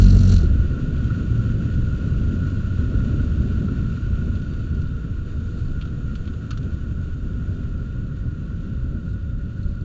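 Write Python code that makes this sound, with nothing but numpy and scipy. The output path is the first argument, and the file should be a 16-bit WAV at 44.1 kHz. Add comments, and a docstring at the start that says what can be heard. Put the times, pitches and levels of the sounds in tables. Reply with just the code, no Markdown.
"""On board an open-wheel racing car: the engine runs for a third of a second, then dies with a driveline clunk.
The car coasts on: shaped noise for wind, tyres and hiss follows speed and asphalt, and bumps thud in short bursts.
A drivetrain hum swells early and a whine enters later; the engine of a car ahead, a wavering tone, drones throughout.
From about 4.4 s cockpit metal clicks in noise bursts and the brakes squeal in sagging tones.
From 5 s the tyres scrub through a bend in band-shaped noise, and the pads rub in pulsed noise."""
import sys
import numpy as np
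from scipy import signal
from scipy.fft import rfft, irfft, next_fast_len
from scipy.io import wavfile
from scipy.ndimage import map_coordinates

SR = 44100
rng = np.random.default_rng(int(sys.argv[2]) if len(sys.argv) > 2 else 0)


def unload_wav(signal):
    """Save mono or channel-first audio to the path in sys.argv[1] as 16-bit WAV at rate SR, clipped to [-1, 1]."""
    wavfile.write(
        sys.argv[1],
        SR,
        np.round(np.clip(np.atleast_2d(signal).T, -1, 1) * 32767).astype(np.int16),
    )


N = 433944

# Own engine, mean revs: t/s, four-stroke cycle rate f/Hz
ENGINE_REVS = [(0, 47.17), (0.29, 46.76), (0.36, 44.23), (0.42, 39), (0.55, 31.2), (0.7, 21.9)]
# Own engine, mix before trim: t/s, exhaust and roar level/dB, valve clatter level/dB
ENGINE_LEVELS = [(0, -11.5, -40), (0.12, -10, -40), (0.26, -12, -42), (0.32, -11.5, -35.5), (0.4, -16, -44),
                 (0.44, -19, -50), (0.55, -19, -80), (0.72, -48, -100)]
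# Exhaust orders: multiple of the cycle rate, relative level/dB
EXHAUST_ORDERS = [(1, 1.5), (2, -0.5), (3, -10), (4, -9.5), (5, -15.5), (6, -29.5), (7, -33), (8, -37.5),
                  (9, -34), (10, -34)]
# Engine roar, spectrum: f/Hz, relative level/dB
ROAR_SPECTRUM = [(200, -3), (350, 1.5), (500, -6), (700, -9.5), (860, -25), (1050, -24), (1300, -12.5),
                 (1700, -19), (2400, -29.5)]
# Valve clatter, spectrum: f/Hz, relative level/dB
VALVE_SPECTRUM = [(1290, -38), (2200, -13), (2460, -14), (2750, -5), (2980, -7.5), (3620, -8.5), (4270, 2),
                  (4960, -10.5), (5940, -3), (6340, -11), (6790, -8), (7480, -13), (7890, -14),
                  (10300, -50), (17400, -120)]

# Road speed: t/s, speed/(m/s)
ROAD_SPEED = [(0, 38), (2, 35.2), (4, 31.1), (5, 24.9), (6, 23.3), (8, 18.4), (9.84, 14.8)]
# Roughness of the asphalt under the car: t/s, relative level/dB
ASPHALT_ROUGHNESS = [(0.75, -0.9), (1.15, 0.1), (1.7, -0.4), (1.95, -0.1), (2.3, 1.0), (2.65, -0.5),
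                     (3.15, 3.5), (4.0, -1), (4.35, 1.1), (5.15, -3), (6.3, -2.4), (6.7, 0.4), (7.15, -2.0),
                     (7.55, 2.0), (8.2, -0.5), (8.8, 2.5), (9.15, 0), (9.84, 0.4)]
# Wind buffet, spectrum: f/Hz, relative level/dB
BUFFET_SPECTRUM = [(8, -15), (18, -1), (30, 0), (50, 0), (64, -6.5), (100, -32.5), (200, -79.5)]
# Tyre rumble, spectrum: f/Hz, relative level/dB
TYRE_SPECTRUM = [(30, -41), (48, -8.5), (62, 0), (85, -0.5), (108, -2), (130, -5), (165, -8.5), (200, -20),
                 (350, -61)]
# Road roar, also the thud of a bump, spectrum: f/Hz, relative level/dB
ROAD_SPECTRUM = [(110, -34), (175, -0.5), (225, -0.5), (270, -4.5), (320, -11), (400, -14.5), (500, -23),
                 (600, -24), (700, -32), (800, -41.5), (900, -47.5), (1300, -68.5)]
# Ring of the camera's housing, spectrum: f/Hz, relative level/dB
HOUSING_SPECTRUM = [(600, -38.5), (860, -26.5), (1000, -16.5), (1130, -9.5), (1210, -16), (1340, -2.5),
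                    (1430, 2.5), (1480, 0.5), (1560, -15), (1760, -20), (1860, -13), (1980, -24),
                    (2600, -42.5)]
# Air and tyre hiss, spectrum: f/Hz, relative level/dB
HISS_SPECTRUM = [(1500, -20.5), (2120, -7), (2400, -2), (2750, 2), (3250, -3.5), (3650, -5), (3900, -6),
                 (4300, -5), (5200, -15.5), (5850, -12), (6250, -14), (6720, -7.5), (7300, -16.5),
                 (8000, -18.5)]
# Tyres sliding sideways, spectrum: f/Hz, relative level/dB
SCRUB_SPECTRUM = [(205, 8), (260, 39.5), (400, 11), (720, 13.5), (860, -2), (1150, 6.5), (1400, 18.5),
                  (1900, -9), (2800, -2), (3650, -3), (4600, -8), (5200, -9.5), (5800, -9.5), (6250, -7.5),
                  (6700, 1), (7900, -15)]
# Narrow resonances of the housing and panels: f/Hz, width/Hz, boost/dB
PANEL_RESONANCES = [(1660, 77, 5.5), (3635, 74, 4.5), (4800, 60, 6.5), (5500, 110, 2.5), (5850, 120, 2.5)]

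# Brake squeals: t/s, length/s, starting pitch f/Hz, level before flicker/dB
BRAKE_SQUEALS = [(4.422, .52, 4590, -68.5), (5.416, .32, 4540, -73)]
# Pads brushing the discs: t/s, length/s, level at mid-rub/dB
PAD_RUBS = [(5.38, .4, -64.5), (8.97, .24, -68.5), (9.417, .5, -67)]
# Pad rub, spectrum: f/Hz, relative level/dB
PAD_SPECTRUM = [(3000, -19), (3900, -2), (4350, 1), (5000, -12.5), (5900, -10), (7000, -9), (7900, -15)]
# Bumps in the track, before envelope and trim: t/s, thud level/dB, housing ring level/dB
TRACK_BUMPS = [(0.791, -21, -50), (1.103, -20, -28.5), (2.819, -22, -53), (3.126, -20, -46),
               (3.681, -24, -32), (3.708, -16, -49), (4.262, -17, -38), (6.655, -24, -55),
               (8.256, -20, -46)]
# Cockpit clicks, before envelope and trim: t/s, level/dB, treble tilt/dB, body tilt/dB
COCKPIT_CLICKS = [(4.353, -43, -3, -12.5), (4.419, -46, -4, -12), (4.534, -35.5, -6, 1),
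                  (4.745, -46.5, 1.5, -17), (4.816, -44, 0, -14), (5.8113, -34.5, -17, -19),
                  (5.8207, -35.5, -15, -12), (5.8523, -38, -9, -8), (5.874, -43, -12, -11),
                  (6.153, -34.5, -2, -6), (6.2532, -44, -6, -10), (6.2744, -35, -16, -10),
                  (6.3365, -47, -10, -12), (6.5063, -24.5, 0.5, -.5), (6.5124, -32, 0, 5),
                  (6.5288, -34.5, -9, 0), (6.573, -33.5, 1, 0), (6.6274, -44, -4, -10)]
# Small metal parts, spectrum: f/Hz, relative level/dB
METAL_SPECTRUM = [(800, -23), (1100, 1.5), (1370, 19), (1700, -2), (2100, -5.5), (2700, 1), (3700, -1.5),
                  (4750, -1.5), (5150, -11.5), (5600, -7.5), (6700, -8.5), (7900, -22.5)]
# Resonances of the small metal parts: f/Hz, width/Hz, boost/dB
METAL_RESONANCES = [(2760, 120, 3.5), (3350, 140, 4), (3750, 130, 5), (4280, 130, 6), (4920, 150, 5.5),
                    (5750, 200, 5), (6330, 130, 3), (6680, 130, 5)]
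# Car ahead: t/s, mean exhaust note f/Hz, level before wavering/dB
CAR_AHEAD = [(0, 495.7, -54.5), (2.4, 523, -58), (3.5, 520, -65), (5, 460, -60), (5.4, 480, -54.5),
             (6.3, 480, -59.5), (7, 497, -63), (7.8, 517.3, -59), (9.84, 567.5, -60)]

CRUISE_M_PER_S = 30  # speed at which a rolling noise has its nominal level
WHEEL_M = 1.72  # distance rolled in one wheel turn
BEND_S, BEND_RISE_S, BEND_HOLD_S, BEND_RELEASE_S = 5.02, .35, 1, 2.6  # turn-in, then load envelope
SQUEAL_SAG_HZ_PER_S2 = 2200
RUBS_PER_TURN = 2
TOP_HZ = 7860  # middle of the 400 Hz wide treble cutoff


def amp(db):
    """Decibels to linear gain."""
    return 10 ** (np.asarray(db) / 20)


def unit(x):
    """x scaled to rms 1."""
    return x / np.sqrt(np.mean(x ** 2) + 1e-20)


def curves(rows):
    """One value per sample for each column after the time."""
    s, *cols = np.transpose(rows)
    return [np.interp(np.arange(N) / SR, s, c) for c in cols]


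def wobble(rate):
    """A smooth random curve with rate knots a second."""
    knots = rng.standard_normal(int(N * rate / SR) + 4)
    return map_coordinates(knots, [np.arange(N) * rate / SR])


def turns(hz):
    """Cycles completed at a changing rate."""
    return np.cumsum(hz) / SR


def wheel_rate():
    """Wheel turns per second at the current road speed."""
    return curves(ROAD_SPEED)[0] / WHEEL_M


def swell(start, rise, hold, release):
    """An envelope in seconds that rises to 1, holds and falls back to 0."""
    t = np.arange(N) / SR - start
    return np.clip(np.minimum(t / rise, (rise + hold + release - t) / release), 0, 1)


def strike(t, t60, attack):
    """A quick onset with time constant attack, decaying by 60 dB in t60 seconds."""
    return amp(-60 * t / t60) * (1 - np.exp(-t / attack))


def filtered(x, response):
    """x through a gain that depends on frequency."""
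    m = next_fast_len(len(x) + 8192)
    return irfft(rfft(x, m) * response(np.fft.rfftfreq(m, 1 / SR)), m)[:len(x)]


def coloured(x, spectrum):
    """x shaped by a spectrum on a log frequency axis, at -120 dB outside its points."""
    f, db = np.transpose(spectrum)
    return filtered(x, lambda hz: amp(np.interp(np.log(hz + 1), np.log(f), db, left=-120, right=-120)))


def boost(resonances, f):
    """Lift in dB at f from a set of resonances."""
    return sum(db / (1 + (2 * (f - hz) / width) ** 2) for hz, width, db in resonances)


def rush(spectrum, flutter_db, rate):
    """Turbulent noise of rms 1 whose strength flutters."""
    noise = rng.standard_normal(N) * amp(flutter_db * wobble(rate))
    return unit(coloured(noise, spectrum))


def tone(hz, waver, rate):
    """A sine of rms about 1 that wavers in pitch and strength."""
    phase = turns(hz * (1 + waver * wobble(rate)))
    return amp(1.6 * wobble(9)) * unit(np.sin(2 * np.pi * phase))


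def add(track, s, sound):
    """Mix a sound in at time s."""
    part = track[max(round(s * SR), 0):][:len(sound)]
    part += sound[:len(part)]


def engine():
    """Exhaust, roar and valves follow one four-stroke cycle, which slows and fades as the engine dies."""
    cycle = turns(curves(ENGINE_REVS)[0] * (1 + .006 * wobble(16)))
    exhaust_db, clatter_db = curves(ENGINE_LEVELS)
    turning = np.arange(N) / SR < ENGINE_LEVELS[-1][0]
    pulses = exhaust(cycle, rough=0.28) + roar(cycle)
    valves = clatter(cycle, scatter_db=3.0, swing_db=4.5, pair_db=2.5, t60=0.0066, jitter=0.061, order=8)
    return turning * (amp(exhaust_db + 1.47) * pulses + amp(clatter_db - 3.0) * valves)


def exhaust(cycle, rough):
    """Sine orders of the four-stroke cycle, each wavering in strength on its own."""
    orders = []
    for k, db in EXHAUST_ORDERS:
        strength = amp(db) * (1 + rough * wobble(35.4))
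        orders.append(strength * np.sin(2 * np.pi * (k * cycle + rng.random())))
    return unit(sum(orders))


def roar(cycle):
    """Broadband engine noise that pulses once for each cylinder in a cycle."""
    cylinders = 4
    pulse_db = 1.8 * np.cos(2 * np.pi * cylinders * cycle)
    return amp(-29.5 + pulse_db) * rush(ROAR_SPECTRUM, flutter_db=2.0, rate=30)


def clatter(cycle, scatter_db, swing_db, pair_db, t60, jitter, order):
    """Valves seat order times a cycle, strong and weak in turn, hardest on one side of the cycle."""
    at = np.flatnonzero(np.diff(np.floor(order * cycle + jitter * wobble(300))))
    swing = swing_db * np.cos(2 * np.pi * cycle[at])
    alternation = pair_db * np.cos(np.pi * order * cycle[at])
    blows = np.zeros(N)
    blows[at] = amp(scatter_db * rng.uniform(-1, 1, len(at)) + swing + alternation)
    ring = amp(-60 * np.arange(SR // 20) / SR / t60)
    envelope = signal.fftconvolve(blows, ring)[:N]
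    ticks = coloured(envelope * rng.standard_normal(N), VALVE_SPECTRUM)
    return ticks / np.std(ticks[:SR // 3])  # level set while the engine still runs


def rolling():
    """Wind buffets the car; the tyres rumble and roar, throbbing once a wheel turn."""
    throb = np.sin(2 * np.pi * turns(wheel_rate()))
    buffet = driven(db=-28.0, speed_power=.7, surface_share=.4)
    buffet *= rush(BUFFET_SPECTRUM, flutter_db=2.2, rate=10)
    tyres = driven(db=-23.5, speed_power=0.77, surface_share=0.82) * amp(0.55 * throb)
    tyres *= rush(TYRE_SPECTRUM, flutter_db=0.65, rate=12)
    road = driven(db=-32.0, speed_power=1.16, surface_share=1.12) * amp(1.0 * throb)
    road *= rush(ROAD_SPECTRUM, flutter_db=1.16, rate=16)
    return buffet + tyres + road


def driven(db, speed_power, surface_share):
    """Gain of a rolling noise: a power of road speed, raised by a share of the asphalt's roughness."""
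    surface_db = surface_share * curves(ASPHALT_ROUGHNESS)[0]
    return amp(db + surface_db) * (curves(ROAD_SPEED)[0] / CRUISE_M_PER_S) ** speed_power


def air():
    """Rushing air, tyre hiss and the scrub in the bend excite the camera's housing and the panels."""
    gust = amp(0.59 * wobble(22))
    ring = driven(db=-48.0, speed_power=0.99, surface_share=.3)
    ring *= rush(HOUSING_SPECTRUM, flutter_db=0.87, rate=40)
    hiss = driven(db=-56.5, speed_power=1.26, surface_share=0.34)
    hiss *= rush(HISS_SPECTRUM, flutter_db=1.02, rate=250)
    scrub = amp(-46.5) * bend() * rush(SCRUB_SPECTRUM, flutter_db=0.5, rate=55)
    return filtered(gust * (ring + hiss) + scrub, lambda f: amp(boost(PANEL_RESONANCES, f)))


def bend():
    """Sideways load on the tyres, 0-1."""
    return swell(BEND_S, BEND_RISE_S, BEND_HOLD_S, BEND_RELEASE_S)


def bumps(t60, attack, gain_db):
    """Each bump is a short burst of dull, road-coloured noise plus noise in the housing's ring."""
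    out, t = np.zeros(N), np.arange(SR // 6) / SR
    for s, db, ring_db in TRACK_BUMPS:
        thud = amp(db) * unit(coloured(rng.standard_normal(len(t)), ROAD_SPECTRUM))
        ring = amp(ring_db) * unit(coloured(rng.standard_normal(len(t)), HOUSING_SPECTRUM))
        add(out, s, amp(gain_db) * strike(t, t60, attack) * (thud + ring))
    return out


def clunk(s, hz, db, t60):
    """The driveline takes up its slack once as the engine dies: one decaying sine."""
    out, t = np.zeros(N), np.arange(SR // 4) / SR
    add(out, s, amp(db) * strike(t, t60, attack=0.0022) * np.sin(2 * np.pi * hz * t))
    return out


def clicks(t60, attack, body_hz, treble_hz, gain_db):
    """Small metal parts scrape and catch: resonant noise bursts, each with its own treble and body."""
    out, t = np.zeros(N), np.arange(SR // 8) / SR
    for s, db, treble_db, body_db in COCKPIT_CLICKS:
        def response(f):
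            treble = treble_db * (1 - 1 / (1 + (f / treble_hz) ** 8))
            body = body_db / (1 + (f / body_hz) ** 6)
            return amp(boost(METAL_RESONANCES, f) + treble + body)

        noise = coloured(rng.standard_normal(len(t)), METAL_SPECTRUM)
        scrape = unit(filtered(noise, response))
        add(out, s, amp(db + gain_db) * strike(t, t60, attack) * scrape)
    return out


def brakes(flicker_db):
    """The pads squeal faintly and brokenly, sagging ever faster in pitch."""
    out = np.zeros(N)
    for s, length, hz, db in BRAKE_SQUEALS:
        age = np.clip(np.arange(N) / SR - s, 0, length)
        squeal = tone(hz - SQUEAL_SAG_HZ_PER_S2 * age ** 2, waver=.004, rate=300)
        out += amp(db + flicker_db * wobble(45)) * np.sin(np.pi * age / length) * squeal
    return out


def pad_rub(pulse_db):
    """Slightly warped discs chafe the pads twice a wheel turn."""
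    pulse = amp(pulse_db * np.sin(2 * np.pi * RUBS_PER_TURN * turns(wheel_rate())))
    contact = np.zeros(N)
    for s, length, db in PAD_RUBS:
        progress = np.clip((np.arange(N) / SR - s) / length, 0, 1)
        contact += amp(db) * np.sin(np.pi * progress)
    return contact * unit(pulse * rush(PAD_SPECTRUM, flutter_db=4.0, rate=150))


def running_gear(hum_per_turn, hum_db, whine_hz, whine_db):
    """The drivetrain hums briefly at a multiple of the wheel rate; a thin whine sets in as the car slows."""
    hum = swell(start=0.63, rise=0.75, hold=0.29, release=0.52)
    hum *= tone(hum_per_turn * wheel_rate(), waver=0.017, rate=16)
    whine = swell(start=3.3, rise=1.1, hold=1.1, release=9) * tone(whine_hz, waver=.008, rate=200)
    return amp(hum_db) * hum + amp(whine_db) * whine


def car_ahead():
    """The exhaust note of the car ahead, a wavering sine, sinks into the bend and climbs out of it."""
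    hz, db = curves(CAR_AHEAD)
    return amp(db) * tone(hz, waver=.0015, rate=10)


def scene():
    """Everything as heard just above the cockpit."""
    braking = brakes(flicker_db=3.0) + pad_rub(pulse_db=2.5)
    gear = running_gear(hum_per_turn=5.45, hum_db=-25.0, whine_hz=3640, whine_db=-74)
    thuds = bumps(t60=0.08, attack=0.0044, gain_db=-3.5) + clunk(s=.433, hz=353, db=-22.0, t60=0.13)
    rattle = clicks(t60=0.048, attack=.0015, body_hz=1900, treble_hz=4200, gain_db=-3.0)
    return (engine() + rolling() + air() + thuds + rattle + braking + gear + car_ahead())[None]


def record(dry):
    """The camera rounds off the highest peaks, then cuts the treble at its band limit."""
    rounded = dry[0] / (1 + np.abs(dry[0] / .97) ** 8) ** (1 / 8)
    return filtered(rounded, lambda hz: np.clip((TOP_HZ - hz) / 400 + .5, 0, 1) ** 2)[None]


dry = scene()
out = record(dry)
unload_wav(out)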